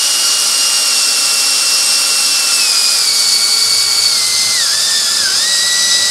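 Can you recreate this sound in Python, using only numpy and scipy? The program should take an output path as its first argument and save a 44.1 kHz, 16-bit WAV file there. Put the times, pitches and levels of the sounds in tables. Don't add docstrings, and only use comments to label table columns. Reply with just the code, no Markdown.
import sys
import numpy as np
from scipy import signal
from scipy.fft import rfft, irfft, next_fast_len
from scipy.io import wavfile
from scipy.ndimage import map_coordinates

SR = 44100
rng = np.random.default_rng(int(sys.argv[2]) if len(sys.argv) > 2 else 0)


def output_pcm(signal):
    pcm = np.clip(np.atleast_2d(signal).T, -1, 1) * 32767
    wavfile.write(sys.argv[1], SR, np.round(pcm).astype(np.int16))


N = 269054


def amp(db):
    return 10 ** (np.asarray(db) / 20)


def unit(x):
    return x / np.sqrt(np.mean(x ** 2) + 1e-20)


def ease(start_s, length_s):
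    progress = np.clip((np.arange(N) / SR - start_s) / length_s, 0, 1)
    return (1 - np.cos(np.pi * progress)) / 2


def wobble(rate):
    knots = rng.standard_normal(int(N * rate / SR) + 4)
    return map_coordinates(knots, [np.arange(N) * rate / SR])


def filtered(x, response):
    size = next_fast_len(N + SR // 2)
    return irfft(rfft(x, size) * response(np.fft.rfftfreq(size, 1 / SR)), size)[:N]


def equalised(x, curve):
    points_hz, db = np.transpose(curve)
    return filtered(x, lambda hz: amp(np.interp(np.log(hz + 1), np.log(points_hz), db)))


def coloured(x, curve):
    return unit(equalised(x, curve))


def rung(x, modes):
    return filtered(x, lambda hz: sum(
        (-1) ** k * amp(db) * 1j * hz * width / (centre ** 2 - hz ** 2 + 1j * hz * width)
        for k, (centre, width, db) in enumerate(modes)))


def tone(turns, order, waver_db, rough):
    angle = 2 * np.pi * (order * turns + rng.random())
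    skirt = wobble(330) * np.sin(angle) + wobble(330) * np.cos(angle)
    partial = (np.sqrt(2) * np.sin(angle) + rough * skirt) / np.sqrt(1 + rough ** 2)
    return amp(waver_db * wobble(9)) * partial


def workshop(x, wet_db=-5, t60_s=0.14):
    t = np.arange(SR // 3) / SR
    tail = rng.standard_normal(len(t)) * amp(-60 * t / t60_s) * (t > .002)
    wet = signal.fftconvolve(x, tail / np.linalg.norm(tail))[:N]
    return unit(x + amp(wet_db) * wet)


# (frequency [Hz], width [Hz], relative level [dB])
BENCH_MODES = [(42, 25, -30), (108.1, 5, 18), (210, 61, -9.5)]
# (frequency [Hz], relative level [dB])
KNOCK_EQ = [(22, -28), (45, -16), (75, -7), (150, 0), (250, 3.5), (370, 2.5), (450, 0), (620, 5.5),
            (760, -15), (1400, -25), (2500, -39)]
def bench(load, jam, lean, hole, catches_per_s=160):
    drone_db = -60.5 + 7 * load + 14 * jam + 10.5 * lean + 1.4 * wobble(6.5)
    knock_db = -56 + 5 * load + 8 * hole + 8 * jam + 1.8 * wobble(5.8)
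    catches = (rng.random(N) < catches_per_s / SR) * rng.uniform(-1.15, 1, N)
    knocks = amp(knock_db) * coloured(workshop(catches), KNOCK_EQ)
    drone = amp(drone_db) * unit(rung(rng.standard_normal(N), BENCH_MODES))
    return knocks + drone


# (frequency [Hz], relative level [dB])
FAN_EQ = [(30, -51), (130, -30.5), (220, -12), (330, -13), (560, -6.5), (700, -9), (830, -4.5), (980, -7.5),
          (1150, -2), (1420, 0), (1650, -6), (2500, -5), (3400, -2), (5000, -24)]
def fan(load):
    air = workshop(rng.standard_normal(N))
    return amp(-24.5 - 2.8 * load + 0.28 * wobble(8)) * coloured(air, FAN_EQ)


RIPPLE_ORDERS = [5, 7, 9, 11, 15, 27, 28, 31, 32, 35, 43, 45, 49]
RIPPLE_DB = [-49, -48, -44.5, -56, -46, -44, -50, -45, -54, -54, -34, -48, -33]
# (frequency [Hz], gain [dB])
VENT_EQ = [(1000, -2.5), (9000, -1), (11200, -4), (12200, -24), (14000, -30)]
# (frequency [Hz], width [Hz], gain [dB])
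SHELL_MODES = [(196, 26, -3), (275, 17, -2.5), (455, 20, -0.5), (542.3, 18, 1.5), (580, 18, 3.5),
               (805, 110, -4)]
def rotor(turns, stall, singing):
    shake = sum(tone(turns, order, waver_db=1.0, rough=0.09) for order in range(1, 5))
    ripple = sum(amp(db) * tone(turns, order, waver_db=0.5, rough=0.38 + 1.5 * stall)
                 for order, db in zip(RIPPLE_ORDERS, RIPPLE_DB))
    hum = amp(-44) * rung(shake, SHELL_MODES)
    return hum + amp(4.3 * singing - 3.5) * equalised(ripple, VENT_EQ)


# (frequency [Hz], relative level [dB])
SCRAPE_EQ = [(4000, -41), (6500, -8.5), (8000, 1.5), (9000, 0.5), (10000, 1), (10700, -4.5), (11400, -4),
             (12300, -12.5), (13000, -11), (14000, -21), (15000, -50), (15800, -32)]
def bit_scrape(turns, hole, gear_ratio=11, buried_db=5):
    swell = 1 + 0.052 * np.sin(2 * np.pi * turns / gear_ratio)
    grit = rng.standard_normal(N) * amp(2.0 * wobble(500) + 0.43 * wobble(9.7)) * swell
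    return amp(-20 - buried_db * hole) * coloured(workshop(grit), SCRAPE_EQ)


def can_ring(load, stall, shallow_hz=4542, deep_hz=4980, width_hz=540):
    hz = shallow_hz + (deep_hz - shallow_hz) * ease(start_s=4.45, length_s=.65)
    angle = 2 * np.pi * np.cumsum(hz) / SR
    ring = wobble(width_hz) * np.sin(angle) + wobble(width_hz) * np.cos(angle)
    flutter = amp(0.5 * wobble(120))
    return amp(-29.5 + 6.9 * load ** 2 + 1.9 * stall) * unit(ring * flutter)


MESH, TWIN, SIDEBAND = 19.932, 19.983, 20.75
STRAIN_LOW, STRAIN_HIGH, WHINE_FOURTH = 30.34, 40.73, 40

# (frequency [Hz], relative level [dB])
FREE_GEARBOX_EQ = [(1500, -34), (2700, -17.5), (3300, -10.5), (3950, -9), (4300, -2), (5000, 0),
                   (5600, -0.5), (6200, -9), (7000, -4.5), (7600, -13), (9000, -9.5), (12000, -37)]
# (frequency [Hz], relative level [dB])
LOADED_GEARBOX_EQ = [(1500, -28.5), (2500, -30), (3200, -18), (3600, -7), (4050, -5), (4450, -0.5),
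                     (4830, 1.5), (5220, 1.5), (5650, -6), (6100, -4), (6650, -6), (7300, -8), (9000, -9.5),
                     (12000, -42)]
def gear_rattle(turns, load, singing, smear=0.75):
    teeth = np.diff(np.floor(MESH * turns), prepend=0)
    blows = teeth * rng.uniform(-0.88, 1, N)
    clatter = workshop(unit(blows) + smear * rng.standard_normal(N))
    ring = (1 - load) * coloured(clatter, FREE_GEARBOX_EQ) + load * coloured(clatter, LOADED_GEARBOX_EQ)
    flutter_db = (0.62 + 0.32 * singing) * wobble(22.02)
    return amp(-15 + 0.25 * load - 1.7 * singing + flutter_db) * unit(ring)


def gear_rasp(turns, singing, lean):
    bursts = amp(1.9 * wobble(140))
    chatter = amp(-22.5 + 2.2 * lean) * tone(turns, (MESH + SIDEBAND) / 2, waver_db=1, rough=9.3)
    overtone = amp(-27.5) * tone(turns, STRAIN_LOW, waver_db=0.5, rough=3.2)
    return singing * bursts * (chatter + overtone)


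# (frequency [Hz], width [Hz], gain [dB])
CASING_MODES = [(1490, 260, -23), (1720, 160, -40), (1931, 340, -23.5), (2260, 160, -32), (2597, 198, -20),
                (2826, 203, -23), (3530, 520, -26.5), (3960, 240, -20), (4460, 240, -18),
                (5000, 830, -18.5), (5530, 850, -24.5), (6750, 500, -35), (8180, 1600, -16)]
# (frequency [Hz], half width [Hz], depth [0-1])
STANDING_WAVE_NOTCH = (2833, 8, .6)
def casing(hz):
    grid_hz = np.arange(0, SR / 2, 10)
    power = sum((amp(db) / (1 + (2 * (grid_hz - centre) / width) ** 2)) ** 2
                for centre, width, db in CASING_MODES)
    notch_hz, half_width, depth = STANDING_WAVE_NOTCH
    notch = 1 - depth * np.exp(-((hz - notch_hz) / half_width) ** 2)
    return np.interp(hz, grid_hz, np.sqrt(power)) * notch


def gear_tones(turns, speed, load, stall, lean, hole):
    rough = .3 * (1 + stall / 2)
    mesh = tone(turns, MESH, waver_db=1.2, rough=rough)
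    twin = amp(-3) * tone(turns, TWIN, waver_db=2.2, rough=rough)
    throb = amp(-1.16 + 1.3 * hole) * casing(MESH * speed) * (mesh + twin)
    side_gain = amp(-5.5 + 2.0 * load + 3.8 * lean - 3 * stall) * casing(SIDEBAND * speed)
    sideband = side_gain * tone(turns, SIDEBAND, waver_db=1.2, rough=0.4 + 0.8 * stall)
    heavy = load ** 4
    strain = amp(-38.5 + 9.2 * heavy) * tone(turns, STRAIN_LOW, waver_db=4.2, rough=0.36 + .3 * stall)
    edge = tone(turns, WHINE_FOURTH, waver_db=1.0, rough=.5 + .5 * stall)
    edge += amp(-3) * tone(turns, STRAIN_HIGH, waver_db=2.5, rough=.6 + stall)
    return throb + sideband + strain + amp(-42 + 6 * heavy + 11.5 * hole) * edge


def motor_whine(turns, speed, stall, bars=10):
    hz = bars * speed
    flutter = amp((0.67 + 1.5 * stall) * wobble(12))
    first = casing(hz) * tone(turns, bars, waver_db=0.3, rough=0.16 + 0.45 * stall)
    second = casing(2 * hz) * tone(turns, 2 * bars, waver_db=5.0, rough=0.44 + 0.3 * stall)
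    third = casing(3 * hz) * tone(turns, 3 * bars, waver_db=2.0, rough=0.45 + 0.6 * stall)
    halfway = tone(turns, 1.5 * bars, waver_db=-4.5, rough=0.86)
    return flutter * first + amp(-16) * second + amp(-9 + 2.9 * stall) * third + amp(-43.5) * halfway


# (time [s], glide [s], new speed [turns/s])
PRESSURE_GLIDES = [(.31, .325, 281.8), (.748, .296, 272.5), (2.04, .75, 265.9), (2.53, .22, 246.3),
                   (2.921, .203, 224.6), (4.072, .152, 206.9), (4.521, .133, 179.0), (5.349, .188, 194.7)]
# (time [s], half width [s], speed lost [turns/s])
BIT_SNAGS = [(4.69, .043, 18.2), (4.786, .038, 4.2), (5.062, .055, 9.0), (5.297, .078, 27.8),
             (5.577, .05, 5.3)]
def shaft_speed(free_speed=285.1):
    t = np.arange(N) / SR
    speed, before = np.full(N, free_speed), free_speed
    for start_s, glide_s, after in PRESSURE_GLIDES:
        speed += (after - before) * ease(start_s, glide_s)
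        before = after
    dips = sum(lost * np.exp(-((t - time_s) / width_s) ** 2) for time_s, width_s, lost in BIT_SNAGS)
    return speed - dips


def scene():
    speed = shaft_speed()
    jitter = 1 + .0006 * wobble(25) + .0008 * wobble(8)
    turns = np.cumsum(speed * jitter) / SR
    load = np.clip((270 - speed) / 65, 0, 1)
    stall = np.clip((192 - speed) / 20, 0, 1)
    lean = ease(start_s=3.55, length_s=.15) - ease(start_s=4.5, length_s=.15)
    hole = np.cumsum(load) / np.sum(load)
    jam = hole * np.clip((180 - speed) / 22, 0, 1)
    singing = np.exp(-((speed - 227) / 14) ** 2)
    gears = gear_tones(turns, speed, load, stall, lean, hole)
    gears += gear_rasp(turns, singing, lean) + gear_rattle(turns, load, singing)
    drill = motor_whine(turns, speed, stall) + rotor(turns, stall, singing) + fan(load) + gears
    mix = drill + bit_scrape(turns, hole) + can_ring(load, stall) + bench(load, jam, lean, hole)
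    return np.tile(mix, (2, 1))


def record(dry, hardness=6, top_hz=15750):
    rounded = dry[0] / (1 + np.abs(dry[0]) ** hardness) ** (1 / hardness)
    return np.tile(filtered(rounded, lambda hz: hz < top_hz), (2, 1))


dry = scene()
out = record(dry)
output_pcm(out)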